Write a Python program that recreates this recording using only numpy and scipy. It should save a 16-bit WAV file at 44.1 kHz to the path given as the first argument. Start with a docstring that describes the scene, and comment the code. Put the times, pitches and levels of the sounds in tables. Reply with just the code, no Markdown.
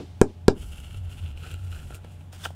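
"""Hammering and trimming a strip on a shoe form

Two close hammer blows excite the damped modes of a plastic shoe form with a strip glued to it.
A knife crunches through the strip in uneven pushes, each tiny fracture ringing blade and strip, and
slips out; the offcut peels away and snaps. In the small workshop a low hum wavers over quiet noise."""
import sys
import numpy as np
from scipy import signal
from scipy.fft import rfft, irfft
from scipy.io import wavfile
from scipy.ndimage import uniform_filter1d

SR = 44100
rng = np.random.default_rng(int(sys.argv[2]) if len(sys.argv) > 2 else 0)


def file_out(sig):
    """Save sig as 16-bit WAV at sys.argv[1]."""
    # one column per channel
    cols = np.atleast_2d(sig).T
    # limit, then scale
    lim = np.clip(cols, -1, 1)
    pcm = np.round(lim * 32767).astype(np.int16)
    wavfile.write(sys.argv[1], SR, pcm)


N = 112454


def amp(db):
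    """Amplitude ratio of a level in decibels."""
    return 10 ** (np.asarray(db) / 20)


def unit(x):
    """Normalisation to an rms of 1."""
    return x / np.sqrt(np.mean(x ** 2))


def clock():
    """Time of each sample in seconds."""
    return np.arange(N) / SR


def curve(rows):
    """Amplitude envelope through (s, dB) points, silent outside them."""
    s, db = np.array(rows).T
    return amp(np.interp(clock(), s, db, left=-120, right=-120))


def fade(start, t60):
    """Free decay: a sudden onset, then a fall of 60 dB every t60 seconds."""
    age = clock() - start
    return (age >= 0) * np.exp(-np.log(1000) * np.maximum(age, 0) / t60)


def colour(x, points):
    """Minimum-phase filter through (Hz, dB) points that conserves the power of white noise."""
    hz, db = np.array(points).T
    log_hz = np.log(np.fft.rfftfreq(2 * N, 1 / SR) + 1)
    log_gain = np.log(amp(np.interp(log_hz, np.log(hz), db)))
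    cepstrum = irfft(log_gain)[:N]
    cepstrum[1:] *= 2
    response = np.exp(rfft(cepstrum, 2 * N))
    rms_gain = np.sqrt(np.mean(abs(response) ** 2))
    return irfft(rfft(x, 2 * N) * response / rms_gain)[:N]


def band(x, hz, width):
    """Two identical resonators in cascade, for steep skirts."""
    b, a = signal.iirpeak(min(hz, .45 * SR), hz / width, fs=SR)
    return signal.lfilter(b, a, signal.lfilter(b, a, x + 1e-18))


def ring(x, peaks):
    """Parallel resonances (centre Hz, width Hz, dB) that conserve the power of white noise."""
    impulse = signal.unit_impulse(2048)
    response = sum(amp(db) * band(impulse, hz, width) for hz, width, db in peaks)
    return signal.fftconvolve(x, response / np.linalg.norm(response))[:N]


def walk(rate_hz):
    """Slow random fluctuation: low-passed noise with an rms of 1."""
    span = int(SR / rate_hz)
    return unit(uniform_filter1d(uniform_filter1d(rng.standard_normal(N), span), span))


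def grains(per_s, spread_db):
    """Tiny fractures as a Poisson process of impulses, mostly small, a few large."""
    hit = rng.random(N) < per_s / SR
    size = amp(spread_db * np.minimum(rng.exponential(size=N), 5))
    return unit(hit * size * rng.choice([-1, 1], N))


def burst(start, t60, click_db=10.5):
    """Broadband excitation: an impulse with a decaying tail of noise."""
    click = np.arange(N) == int(start * SR)
    return amp(click_db) * click + fade(start, t60) * rng.standard_normal(N)


def hammer():
    """Impact excitation: the form thuds in its damped modes, and the steel face cracks on contact."""
    # Each row: start in seconds, thud level in dB, crack level in dB, crack centre in Hz.
    blows = [(.2148, 1.5, -16.5, 6960), (.482, 2.4, -13, 4020)]
    # Modes of the form. Each row: frequency in Hz, level in dB, t60 in seconds.
    form_modes = [(131, 12.5, 0.012), (234.4, 13, 0.016), (332.3, 13.5, .015), (396.3, 7, 0.023),
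                  (566.3, 10, .01), (740, -15.5, 0.038), (806, -33, 0.1), (945, -27.5, .055),
                  (1357, -19.5, 0.029), (1603, -12, 0.022), (2357, -8, 0.0088)]
    rise_s, crack_lead_s, crack_width_hz = 0.0022, .0002, 5000
    t, out = clock(), 0
    for start, db, crack_db, crack_hz in blows:
        push = 1 - np.exp(-np.maximum(t - start, 0) / rise_s)
        thud = sum(amp(mode_db) * fade(start, t60) * np.sin(2 * np.pi * hz * (t - start))
                   for hz, mode_db, t60 in form_modes)
        crack = ring(burst(start - crack_lead_s, t60=0.012), [(crack_hz, crack_width_hz, 0)])
        out = out + amp(db) * push * thud + amp(crack_db) * crack
    return out


def knife():
    """Fracture and friction: breaking grains ring the juddering blade and the strip; the flank hisses."""
    # Envelopes of crunch, lower ring and hiss. Each row: time in seconds, level in dB.
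    crunch_levels = [(0.55, -80), (0.568, -58), (0.594, -53.5), (0.608, -50.5), (0.638, -57.5),
                     (0.808, -51), (0.986, -57), (1.034, -66), (1.132, -54), (1.25, -59.5), (1.26, -58),
                     (1.358, -63.5), (1.372, -55), (1.558, -47), (1.574, -57.5), (1.702, -59), (1.726, -47),
                     (1.74, -52.5), (1.936, -59), (1.946, -48.5), (1.996, -74), (2.054, -57.5),
                     (2.196, -69), (2.21, -65), (2.236, -82), (2.31, -86)]
    low_levels = [(0.55, -65), (0.936, -59.5), (1.05, -66.5), (1.128, -59.5), (1.368, -67), (1.446, -50),
                  (1.692, -63), (1.726, -50), (1.868, -60.5), (1.96, -49), (2.03, -88), (2.044, -54),
                  (2.182, -91), (2.31, -76.5)]
    hiss_levels = [(0.55, -70), (0.588, -54.5), (0.98, -59.5), (1.014, -67), (1.088, -66), (1.112, -56),
                   (1.318, -64), (1.358, -83), (1.372, -60), (1.524, -54), (1.578, -62.5), (1.696, -60),
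                   (1.716, -54), (1.932, -60.5), (1.952, -44), (2.0, -76), (2.128, -62.5), (2.192, -72),
                   (2.21, -66), (2.31, -86)]
    # Hard spots give way. Each row: start in seconds, ring in dB, hiss in dB, t60 in seconds.
    catches = [(0.802, -51, -48.5, 0.021), (.9075, -44, -55.5, 0.025), (.944, -43.5, -55, 0.04),
               (1.26, -47.5, -60, 0.047), (1.375, -40, -65, 0.0067), (1.513, -41.5, -43.5, .02),
               (1.541, -36.5, -42, 0.012), (1.723, -43.5, -60, 0.014), (1.9458, -36, -38, 0.0047),
               (1.952, -55, -41, 0.0077), (2.208, -54.5, -69.5, 0.028)]
    # Resonances of blade and strip. Each row: centre in Hz, width in Hz, level in dB.
    shallow_peaks = [(2370, 340, -0.5), (2837, 600, 8.5), (3067, 380, -1.5), (3290, 460, -10),
                     (4020, 360, -10)]
    deep_peaks = [(2590, 460, -9), (2800, 650, 1), (3107, 1000, -6.5), (3410, 130, -10), (3820, 470, -11)]
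    low_peaks = [(422, 510, -2), (780, 1300, -16.5), (1375, 258, 4), (1510, 120, -14)]
    # Spectrum of the hiss. Each row: frequency in Hz, spectral density in dB.
    hiss_spectrum = [(1500, 3), (3500, 2), (5200, 9), (6200, 6.5), (7300, 12.5), (8200, 9.5), (9200, 11),
                     (10400, 7), (11200, 7), (13500, 3), (15500, -1)]
    judder_db, sheen_hz, sheen_width_hz = 2.3, 10300, 680
    sink_start_s, sink_time_s = 0.96, 0.41
    judder = unit(amp(judder_db * walk(rate_hz=52)))
    fractures = grains(per_s=3100, spread_db=3.5) * judder
    crunch = amp(-1.5) * curve(crunch_levels) * fractures
    low = amp(-0.5) * curve(low_levels) * fractures
    hiss = amp(-1.5) * curve(hiss_levels) * grains(per_s=9000, spread_db=3) * np.sqrt(judder)
    for start, ring_db, hiss_db, t60 in catches:
        tick = burst(start, t60)
        crunch += amp(ring_db) * tick
        low += amp(ring_db - 4.5) * tick
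        hiss += amp(hiss_db) * tick
    # As the blade sinks in, its resonances shift and it loses its bright sheen.
    depth = np.clip((clock() - sink_start_s) / sink_time_s, 0, 1)
    sheen = amp(-13) * ring(hiss, [(sheen_hz, sheen_width_hz, 0)])
    shallow = np.sqrt(1 - depth) * (ring(crunch, shallow_peaks) + sheen)
    deep = np.sqrt(depth) * ring(crunch, deep_peaks)
    return shallow + deep + ring(low, low_peaks) + colour(hiss, hiss_spectrum)


def offcut():
    """Failure under tension: the strip rasps as it peels, squeaks as it stretches, and its fibres snap."""
    # Envelopes of rasp and squeak, and the single snaps. Each row: time in seconds, level in dB.
    rasp_levels = [(2.315, -74.5), (2.329, -47), (2.355, -49.5), (2.375, -55), (2.427, -46.5),
                   (2.455, -34.5), (2.479, -51), (2.517, -59), (2.55, -67)]
    squeak_levels = [(2.42, -60), (2.436, -65), (2.44, -37.5), (2.449, -38), (2.456, -64), (2.47, -59)]
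    fibre_snaps = [(2.4534, -17.5), (2.4552, -32), (2.4578, -20.5)]
    # Spectra of rasp and snap. Each row: frequency in Hz, spectral density in dB.
    rasp_spectrum = [(200, -4), (600, 1), (1000, 1), (1500, 7.5), (2100, -3), (3200, 6.5), (4200, -3),
                     (5200, 0), (6500, -3), (8700, 0), (10500, -8), (15000, -10)]
    snap_spectrum = [(150, -17), (450, 1), (900, 7), (1100, 2), (1400, 18), (2100, -4), (3100, 10),
                     (4000, -13), (5200, -27), (9000, -41), (15000, -37)]
    # Resonances of the stretched strip. Each row: centre in Hz, width in Hz, level in dB.
    strip_peaks = [(1370, 140, 0), (1610, 170, 4.5), (3470, 250, 7), (4900, 750, -6), (8820, 170, 2.5)]
    rasp = amp(-2) * curve(rasp_levels) * grains(per_s=7500, spread_db=2.6)
    squeak = curve(squeak_levels) * ring(rng.standard_normal(N), strip_peaks)
    snaps = sum(amp(db) * burst(start, t60=0.01) for start, db in fibre_snaps)
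    return colour(rasp, rasp_spectrum) + squeak + colour(snaps, snap_spectrum)


def handling():
    """Contact noise: hand and knife knock on the form, it rumbles when pushed, and an arm rustles."""
    # Single knocks, and envelopes of rumble and rustle. Each row: time in seconds, level in dB.
    contacts = [(1.9068, -36), (2.0465, -35), (2.3315, -45), (2.4652, -30.5), (2.5055, -37)]
    rumble_levels = [(.55, -45), (.62, -35), (.74, -41), (.85, -41.5), (1.1, -44.5), (1.3, -41.5),
                     (1.7, -46), (1.85, -36.5), (1.95, -43)]
    rustle_levels = [(0, -53.5), (.06, -61), (.13, -66), (.2, -69), (.3, -62.5), (.42, -75), (.55, -82)]
    # Spectrum of a knock. Each row: frequency in Hz, spectral density in dB.
    knock_spectrum = [(100, 3.5), (400, 4), (750, 5.5), (1300, -11), (2000, -12.5), (3000, -14),
                      (5000, -23), (10000, -24.5), (15000, -39)]
    rustle_hz, rustle_width_hz = 3150, 4200
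    knocks = sum(amp(db) * burst(start, t60=0.016) for start, db in contacts)
    rumble = curve(rumble_levels) * unit(band(rng.standard_normal(N), hz=47.5, width=44.5))
    rustle = curve(rustle_levels) * ring(rng.standard_normal(N), [(rustle_hz, rustle_width_hz, 0)])
    return colour(knocks, knock_spectrum) + rumble + rustle


def room(x):
    """Reverberation: the diffuse field of the workshop builds up, then decays at a rate set by octave."""
    # Each row: band centre in Hz, level in dB, t60 in seconds.
    octaves = [(103, -20.5, 0.14), (237, -16, 0.2), (488, -19, .18), (990, -19.5, 0.18), (2040, -18, 0.091),
               (3770, -15.5, 0.086), (6700, -18, 0.098), (12000, -23, 0.028)]
    delay_s, build_s = 0.0036, 0.004
    age = np.maximum(clock() - delay_s, 0)
    tail = 0
    for hz, db, t60 in octaves:
        edges = [hz / np.sqrt(2), min(hz * np.sqrt(2), .45 * SR)]
        bandpass = signal.butter(3, edges, "band", fs=SR, output="sos")
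        noise = signal.sosfilt(bandpass, rng.standard_normal(N))
        envelope = fade(delay_s, t60) * (1 - np.exp(-age / build_s))
        tail = tail + amp(db) * noise * envelope / np.linalg.norm(envelope)
    return signal.fftconvolve(x, tail)[:N]


def lingering_ring(hz=281, width_hz=259):
    """Reverberant decay: at the start the room still rings from an earlier blow."""
    return amp(-31.5) * ring(burst(0, t60=0.15), [(hz, width_hz, 0)])


def hum():
    """A low tone modulated in frequency and amplitude, with a faint band of noise above it."""
    # Each row: time in seconds, frequency in Hz.
    pitches = [(0, 88.5), (.45, 86.5), (.62, 76), (.84, 71), (.96, 98.5), (1.07, 84.5), (1.22, 91),
               (1.32, 70.5), (1.42, 86), (1.5, 78), (1.6, 95.5), (1.73, 84), (1.81, 68), (1.9, 92.5),
               (2.2, 89), (2.55, 89.5)]
    # Each row: time in seconds, level in dB.
    levels = [(0, -50), (.1, -38), (.14, -42), (.18, -38.5), (.3, -43), (.45, -39), (.62, -43.5),
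              (.74, -41.5), (.83, -40), (.92, -43), (.99, -30.5), (1.08, -31.5), (1.13, -42.5), (1.19, -48),
              (1.23, -25.5), (1.29, -36), (1.42, -36), (1.48, -43.5), (1.54, -29), (1.6, -38.5),
              (1.64, -30.5), (1.75, -32.5), (1.79, -44.5), (2.05, -43.5), (2.42, -42.5), (2.49, -36),
              (2.55, -40)]
    hz = np.interp(clock(), *np.array(pitches).T) * (1 + 0.021 * walk(rate_hz=60))
    phase = 2 * np.pi * np.cumsum(hz) / SR
    tone = amp(-1.5) * curve(levels) * np.sqrt(2) * np.sin(phase)
    overtone = amp(-53) * unit(band(rng.standard_normal(N), hz=134, width=52))
    return tone + overtone


def background():
    """Ambient noise: steady machine tones over a continuous spectrum whose level flickers slightly."""
    # Each row: frequency in Hz, rms level in dB.
    machine_tones = [(599, -71.5), (720, -71), (840, -70)]
    # Room noise. Each row: frequency in Hz, spectral density in dB.
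    noise_spectrum = [(20, -14.5), (45, -4), (80, 1), (160, -4.5), (260, -15), (480, -22.5), (780, -24),
                      (1050, -27.5), (2000, -34), (3300, -33), (4500, -43), (8500, -43.5), (15000, -51)]
    tones = sum(amp(db) * np.sqrt(2) * np.sin(2 * np.pi * hz * clock()) for hz, db in machine_tones)
    noise = amp(-48 + walk(rate_hz=18)) * colour(rng.standard_normal(N), noise_spectrum)
    return tones + noise


def scene():
    """Superposition of the sources at the bench, their reverberation and the background, in mono."""
    work = knife() + offcut() + handling()
    blows = hammer()
    reverberation = room(blows) + lingering_ring() + amp(-2) * room(work)
    return (blows + work + reverberation + hum() + background())[None]


def record(dry):
    """Band limiting and saturation: the microphone thins deep bass, overloads on blows, cuts the top."""
    low_cut_hz, ceiling, top_hz = 6.4, .9, 15600
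    thinned = signal.sosfilt(signal.butter(1, low_cut_hz, "high", fs=SR, output="sos"), dry)
    clipped = thinned / (1 + (thinned / ceiling) ** 8) ** (1 / 8)
    return signal.sosfilt(signal.ellip(8, .2, 70, top_hz, fs=SR, output="sos"), clipped)


dry = scene()
out = record(dry)
file_out(out)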